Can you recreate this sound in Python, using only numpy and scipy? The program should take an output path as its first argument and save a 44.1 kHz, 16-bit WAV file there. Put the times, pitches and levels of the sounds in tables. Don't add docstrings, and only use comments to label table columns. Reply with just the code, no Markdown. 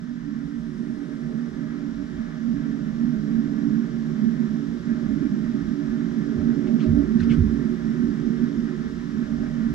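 import sys
import numpy as np
from scipy import signal
from scipy.fft import rfft, irfft
from scipy.io import wavfile
from scipy.ndimage import uniform_filter1d

SR = 44100
rng = np.random.default_rng(int(sys.argv[2]) if len(sys.argv) > 2 else 0)


def store_pcm(level_fs):
    pcm = np.round(np.clip(level_fs, -1, 1) * 32767).astype(np.int16)
    wavfile.write(sys.argv[1], SR, np.atleast_2d(pcm).T)


N = 429534
TIME, FREQ = np.arange(N) / SR, np.fft.rfftfreq(N, 1 / SR)
THROB_HZ = 6


def rumble():
    # (time [s], level [dB])
    drive_levels = [(0.0, -40.5), (0.1, -31.5), (0.25, -38.5), (0.36, -29.5), (0.49, -40), (0.57, -30.5),
                    (0.74, -36.5), (0.81, -28), (0.87, -38), (0.9, -27), (0.99, -42), (1.27, -30.5),
                    (1.32, -32.5), (1.36, -27.5), (1.44, -29.0), (1.54, -40), (1.58, -32), (1.77, -33.0),
                    (1.8, -39), (1.85, -31.0), (2.16, -39.5), (2.2, -27), (2.3, -40), (2.49, -23.5),
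                    (2.54, -25.5), (2.57, -36), (2.68, -25.5), (2.81, -36.5), (2.84, -28.5), (2.98, -31),
                    (3.02, -21), (3.24, -30), (3.4, -20.5), (3.44, -31), (3.81, -22.5), (3.9, -37.5),
                    (3.95, -27.5), (4.17, -30.0), (4.2, -23), (4.27, -20), (4.38, -31), (4.41, -21),
                    (4.49, -30), (4.54, -24), (4.63, -34.5), (4.75, -28.0), (4.82, -43), (4.9, -21),
                    (4.93, -23.5), (4.95, -29.5), (5.15, -25), (5.19, -43), (5.22, -24), (5.3, -33),
                    (5.34, -21.5), (5.39, -29.5), (5.55, -24), (5.62, -37.5), (5.71, -24), (5.78, -39),
                    (5.92, -25.0), (6.14, -31.0), (6.2, -21.5), (6.25, -38), (6.29, -27.5), (6.43, -27.5),
                    (6.48, -20.0), (6.52, -21), (6.55, -32), (6.69, -26), (6.75, -17), (6.78, -26.5),
                    (6.97, -20), (7.02, -35.5), (7.16, -17.5), (7.23, -26), (7.29, -17.5), (7.42, -26.5),
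                    (7.45, -18), (7.49, -29), (7.54, -21), (7.59, -32), (7.67, -22.5), (7.8, -34),
                    (7.9, -21), (7.94, -31.5), (8.04, -19.5), (8.07, -27.0), (8.24, -31), (8.28, -21.5),
                    (8.37, -30), (8.44, -19.5), (8.52, -38.5), (8.58, -23), (8.76, -33.5), (8.85, -27.5),
                    (8.9, -38), (8.94, -33), (9.11, -34.5), (9.21, -22.5), (9.27, -38.5), (9.33, -23.5),
                    (9.38, -32), (9.42, -26.5), (9.5, -32.5), (9.67, -21.5), (9.7, -31.5), (9.74, -32)]
    drive = curve(drive_levels)
    mix = body(drive) + drone(drive) + hum() + growl() + whirr() + moan()
    return wavering(mix, depth=0.005, hz=4)


def body(drive, level_db=-33, cruise_db=-26, share=0.74, throb_db=1.46):
    # (centre [Hz], width [Hz], level [dB])
    body_modes = [(138, 9.8, -7.5), (155.4, 25.3, 0), (172.7, 20, -3), (192, 29, -6)]
    # (frequency [Hz], gain [dB])
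    lower_edge = [(112, -20.5), (129, -1)]
    gain = resonances(body_modes) * amp(across(lower_edge))
    ring = steadied(noise_pair(gain, same=0.96, lead=0.75, balance_db=-11.0), span=0.21)
    slow_drive = uniform_filter1d(drive, size=SR // 3)
    return ring * amp(level_db + share * (slow_drive - cruise_db) + throb_db * throb(THROB_HZ))


def drone(drive):
    # (centre [Hz], width [Hz], level [dB])
    drone_modes = [(215, 16, -5.5), (229.4, 15, -1), (237.2, 12, -3.5), (250, 80, -16)]
    # (frequency [Hz], gain [dB])
    drone_band = [(150, -41), (195, -8), (215, -1.5), (240, -0.5), (262, -7.5), (320, -40.5)]
    ring = noise_pair(resonances(drone_modes), same=0.98, lead=0.95, balance_db=-11.0)
    ring = steadied(sustained(ring, drone_band, span=0.054), span=0.12)
    return ring * amp(drive)


def hum(throb_db=1.93):
    # (centre [Hz], width [Hz], level [dB])
    hum_modes = [(283.5, 9, 2), (275, 36, -13.5)]
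    # (time [s], level [dB])
    hum_levels = [(0.0, -51.5), (0.28, -35.5), (0.76, -42.5), (0.92, -32.5), (1.2, -40), (1.32, -42.5),
                  (1.8, -35), (2.36, -42.5), (2.68, -30), (2.88, -39.5), (3.72, -27.5), (3.96, -41.5),
                  (4.12, -34.5), (4.24, -45), (4.72, -33), (4.8, -42), (5.24, -25.5), (5.36, -37),
                  (5.76, -29.0), (6.24, -35), (6.6, -27), (6.72, -36), (7.04, -23), (7.16, -42.5),
                  (7.32, -28.5), (7.84, -36.5), (8.16, -30.5), (8.32, -38.5), (8.52, -32), (8.84, -40),
                  (9.32, -35), (9.73, -35)]
    ring = steadied(noise_pair(resonances(hum_modes), same=1.0, lead=0.85, balance_db=-13.5), span=0.29)
    return ring * amp(curve(hum_levels) + throb_db * throb(THROB_HZ))


def growl(throb_db=1.5):
    # (centre [Hz], width [Hz], level [dB])
    growl_modes = [(309, 27, -10.5), (344.6, 14, -5), (361.8, 9.9, 0.5), (374, 61, -15)]
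    # (time [s], level [dB])
    growl_levels = [(0.0, -56), (0.6, -53), (0.8, -44.5), (2.6, -50.5), (3.15, -44.5), (5.94, -41.5),
                    (6.79, -36), (8.64, -38.5), (8.94, -44), (9.74, -47)]
    ring = steadied(noise_pair(resonances(growl_modes), same=0.96, lead=1.0, balance_db=-12.0), span=0.4)
    return ring * amp(curve(growl_levels) + throb_db * throb(THROB_HZ))


def whirr(trim_db=-0.5, throb_db=1.76):
    # (centre [Hz], width [Hz], level [dB])
    whirr_modes = [(406.8, 14, 0), (436, 11, -0.5), (430, 200, -16)]
    # (time [s], level before the trim [dB])
    whirr_levels = [(0.0, -64.5), (1.32, -49.5), (1.56, -55), (1.96, -54), (2.52, -62.5), (2.72, -47),
                    (2.92, -57.5), (3.28, -49), (4.84, -52.5), (6.04, -55.5), (6.24, -44.5), (7.64, -46),
                    (7.88, -56), (8.28, -45.5), (8.84, -51), (9.73, -55)]
    ring = steadied(noise_pair(resonances(whirr_modes), same=1.0, lead=0.75, balance_db=-13.5), span=0.91)
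    return ring * amp(curve(whirr_levels) + trim_db + throb_db * throb(THROB_HZ))


def moan(throb_db=0.8):
    # (centre [Hz], width [Hz], level [dB])
    moan_modes = [(489, 43, -7), (500, 12, -7), (518, 7.4, -2.5), (563.6, 16, -1), (611.7, 26, 1.5),
                  (627, 12, -1.5), (660, 150, -10.5), (800, 33, -9), (810, 130, -18.5)]
    # (time [s], level [dB])
    moan_levels = [(0.0, -64), (0.5, -63), (1.2, -55.5), (2.1, -57), (2.65, -55.5), (4.8, -56.5),
                   (5.02, -51), (5.2, -55.5), (6.1, -55), (6.85, -51), (7.2, -58.5), (7.55, -56),
                   (7.7, -56.5), (8.7, -57), (9.04, -62.5), (9.44, -49.5), (9.74, -59)]
    ring = steadied(noise_pair(resonances(moan_modes), same=0.33, lead=0.62, balance_db=-11.5), span=1.0)
    return ring * amp(curve(moan_levels) + throb_db * throb(THROB_HZ))


def buffet(trim_db=-0.5, gust_db=4, gust_hz=6.7):
    # (frequency [Hz], gain [dB])
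    buffet_colour = [(5, -13), (14, -5), (30, 4), (48, 0), (59, 3), (73, -7), (88, 2.5), (108, -11),
                     (180, -17), (400, -71.5)]
    # (time [s], level before the trim [dB])
    buffet_levels = [(0, -57.5), (0.66, -49.5), (1.05, -57), (1.35, -53), (1.62, -55.5), (2.05, -47),
                     (2.4, -51), (3.25, -48.5), (3.6, -51), (4.2, -53), (4.8, -49.5), (6.0, -50),
                     (6.7, -50.5), (7.95, -46), (8.4, -49), (9.1, -45.5), (9.38, -42), (9.55, -45),
                     (9.74, -38)]
    air = noise_pair(amp(across(buffet_colour)), same=0.93, lead=0.05, balance_db=-2.5)
    return steadied(air, span=0.18) * amp(curve(buffet_levels) + trim_db + gust_db * throb(gust_hz))


def thumps(left_db=-7, right_db=1.5, unsteady=0.35):
    # (pitch [Hz], width [Hz], level [dB], delay [s], rise [s], decay [s]); times get stretched
    thump_modes = [(34, 16, -7.5, 0.003, 0.021, 0.05), (57.5, 4, -5, 0.035, 0.048, 0.07),
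                   (87.7, 4.8, -4, 0.002, 0.052, 0.044), (103.2, 12, -6, 0.002, 0.044, 0.035),
                   (152, 23, -1, 0.002, 0.03, 0.022)]
    # (time [s], level [dB], gain under 70 Hz [dB], gain over 120 Hz [dB], stretch [factor])
    footfalls = [(5.04, -36, -2.5, 4, 1.2), (5.6, -37.5, 3, -8, 0.65), (6.345, -25.5, -7, 0, 0.77),
                 (6.852, -20.5, 0, 2.5, 1.28), (7.18, -25, -5.5, -2, 0.85), (7.285, -33, -2, 15.5, 0.9),
                 (7.354, -15, -3, -3, 1.05)]
    out = np.zeros(N)
    for hz, width, mode_db, delay, rise, decay in thump_modes:
        pitch = hz + unsteady * width * wander(width)
        ring = evened(np.sin(2 * np.pi * np.cumsum(pitch) / SR))
        for s, db, deep_db, high_db, stretch in footfalls:
            colour_db = deep_db * (hz < 70) + high_db * (hz > 120)
            shape = swell(s + delay * stretch, rise * stretch, decay * stretch)
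            out += amp(db + mode_db + colour_db) * shape * ring
    return out * amp([[left_db], [right_db]])


def knocks(rise=0.021, decay=0.024):
    # (time [s], level [dB])
    knock_levels = [(6.31, -48), (6.39, -46), (6.678, -41), (6.84, -40), (6.94, -44), (6.985, -48)]
    # (centre [Hz], width [Hz], level [dB])
    knock_modes = [(613, 20, 4), (690, 260, -27)]
    ring = steadied(noise_pair(resonances(knock_modes), same=0.57, lead=0.4, balance_db=-15.5), span=0.04)
    return ring * sum(amp(db) * swell(s, rise, decay) for s, db in knock_levels)


def scuffs(grit_db=1.5, patch_db=3.5, peak_db=6, peak_octaves=0.45, skirt_db=-3.5,
           sag_oct_per_s=32, lowest_hz=1270):
    # (time [s], level [dB], rise [s], hold [s], decay [s], brightest at the start [Hz], treble tilt [dB/octave])
    strokes = [(6.664, -52, 0.0079, 0.013, 0.014, 3300, 0.5), (6.783, -42.5, 0.025, 0.025, 0.025, 4000, -2),
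               (7.188, -41.5, 0.02, 0.022, 0.022, 2400, -0.5),
               (7.28, -40.5, 0.038, 0.02, 0.019, 4500, -1.5)]
    # (frequency [Hz], gain [dB])
    scuff_colour = [(400, -25), (900, -7.5), (1300, 5.5), (2000, 2.5), (3000, 2), (4100, -0.5),
                    (6000, -7.5), (8500, -23), (13000, -36.5), (16000, -49)]
    rub = noise_pair(amp(across(scuff_colour)), same=0.6, lead=-0.49, balance_db=4.5)
    rub = steadied(rub, span=0.015)
    out = np.zeros((2, N))
    for s, db, rise, hold, decay, start_hz, tilt_db in strokes:
        part = slice(round(s * SR), round(s * SR) + SR // 4)
        hz, t, z = signal.stft(rub[:, part], SR, nperseg=256, noverlap=192)
        octave = np.log2(np.maximum(hz, 1))[:, None]
        lowest = np.log2(lowest_hz)
        brightest = np.maximum(np.log2(start_hz) - sag_oct_per_s * t, lowest)
        patches = uniform_filter1d(rng.standard_normal(z.shape[1:]), size=3, axis=0)
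        patches = evened(uniform_filter1d(patches, size=11, axis=1))
        grain = evened(amp(patch_db * patches + grit_db * rng.standard_normal(len(t))))
        peak = peak_db / (1 + ((octave - brightest) / peak_octaves) ** 2)
        colour_db = skirt_db + peak + tilt_db * np.maximum(octave - lowest, 0)
        stroke = signal.istft(z * grain * amp(colour_db), nperseg=256, noverlap=192)[1][:, :SR // 4]
        out[:, part] += amp(db) * swell(s, rise, decay, hold)[part] * stroke
    return out


def hiss(settled_db=-49, rise_db=5.5, settle_s=2.87, flicker_db=0.97, flicker_hz=12):
    # (frequency [Hz], gain [dB])
    hiss_colour = [(850, -9), (1270, 0.5), (1540, 0.5), (1760, 2.5), (2150, -7), (2620, -14.5),
                   (3080, -11.5), (3900, -13), (4400, -16.5), (5500, -13), (7500, -25), (8500, -33.5),
                   (12500, -40), (15500, -50)]
    # (frequency [Hz], coherence [0-1], phase by which left leads [rad], left over right [dB])
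    ports = [(700, 0.28, 0.85, -14), (1180, 0.45, -1.33, -1), (1720, .92, -1.57, 0.5),
             (2600, 0.18, -1.4, 1.5), (3100, 0.59, -1.45, 3), (3930, 0.59, -1.1, 6.5),
             (4460, 0.39, -1.1, 3.5), (5250, 0.6, -0.87, 6), (6200, 0.21, -1.4, 3), (7650, 0.7, 0.13, 7),
             (8600, .05, 0, 17), (15000, .05, 0, 23)]
    same, lead, balance_db = (across(ports, axis) for axis in (1, 2, 3))
    air = noise_pair(amp(across(hiss_colour)), same, lead, balance_db)
    lower = irfft(rfft(air) * (FREQ < 2600), N)
    flicker = amp(flicker_db * wander(flicker_hz)) - 1
    level_db = settled_db - rise_db * np.exp(-TIME / settle_s)
    return (air + lower * flicker) * amp(level_db)


def high_air(centre_hz=8500, width_hz=2200):
    # (time [s], level [dB], length [s])
    air_swells = [(0.36, -78.5, 1.3), (6.997, -80.5, 1.3)]
    level = np.zeros(N)
    for s, db, length in air_swells:
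        progress = np.clip((TIME - s) / length, 0, 1)
        level += amp(db) * np.sqrt(abs(np.sin(np.pi * progress)))
    return level * noise_pair(resonances([(centre_hz, width_hz, 0)]), same=0.1, lead=0, balance_db=14.5)


def amp(db):
    return 10 ** (np.asarray(db) / 20)


def evened(x):
    return x / np.sqrt(np.mean(x ** 2) + 1e-20)


def curve(rows, axis=1):
    rows = np.asarray(rows)
    return np.interp(TIME, rows[:, 0], rows[:, axis])


def across(rows, axis=1):
    rows = np.asarray(rows)
    return np.interp(np.log(FREQ + 1), np.log(rows[:, 0]), rows[:, axis])


def noise_pair(gain, same, lead, balance_db):
    a, b = rfft(rng.standard_normal((2, N)))
    same = np.clip(same, 0, 1)
    left = (same * a + np.sqrt(1 - same ** 2) * b) * np.exp(1j * lead) * amp(balance_db)
    pair = irfft(np.array([left, a]) * gain / (1 + amp(balance_db)), N)
    return pair / pair.mean(0).std()


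def steadied(pair, span):
    window = signal.windows.hann(max(int(span * SR), 9))
    weight = signal.fftconvolve(np.ones(N), window, "same")
    power = signal.fftconvolve(pair.mean(0) ** 2, window, "same") / weight
    return pair / np.sqrt(abs(power) + 1e-9)


def sustained(pair, band, span):
    return irfft(rfft(steadied(pair, span)) * amp(across(band)), N)


def resonances(modes):
    power = sum((amp(db) / (1 + (2 * (FREQ - hz) / width) ** 2)) ** 2 for hz, width, db in modes)
    return np.sqrt(power)


def wander(hz):
    return evened(irfft(rfft(rng.standard_normal(N)) * np.exp(-(FREQ / hz) ** 2), N))


def throb(hz):
    return evened(np.gradient(wander(hz)))


def wavering(pair, depth, hz):
    clock = np.cumsum(1 + depth * throb(hz)) / SR
    return np.array([np.interp(clock, TIME, port) for port in pair])


def swell(s, rise, decay, hold=0):
    t = np.maximum(TIME - s, 0)
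    attack = np.sin(np.pi / 2 * np.minimum(t / rise, 1)) ** 2
    return attack * np.exp(-np.clip((t - rise - hold) / decay, 0, 20))


def scene():
    return rumble() + buffet() + thumps() + knocks() + scuffs() + hiss() + high_air()


def record(dry, edge_hz=15600):
    lowpass = signal.firwin(511, edge_hz, window=("kaiser", 9), fs=SR)
    return signal.oaconvolve(dry, lowpass[None], "same")


dry = scene()
out = record(dry)
store_pcm(out)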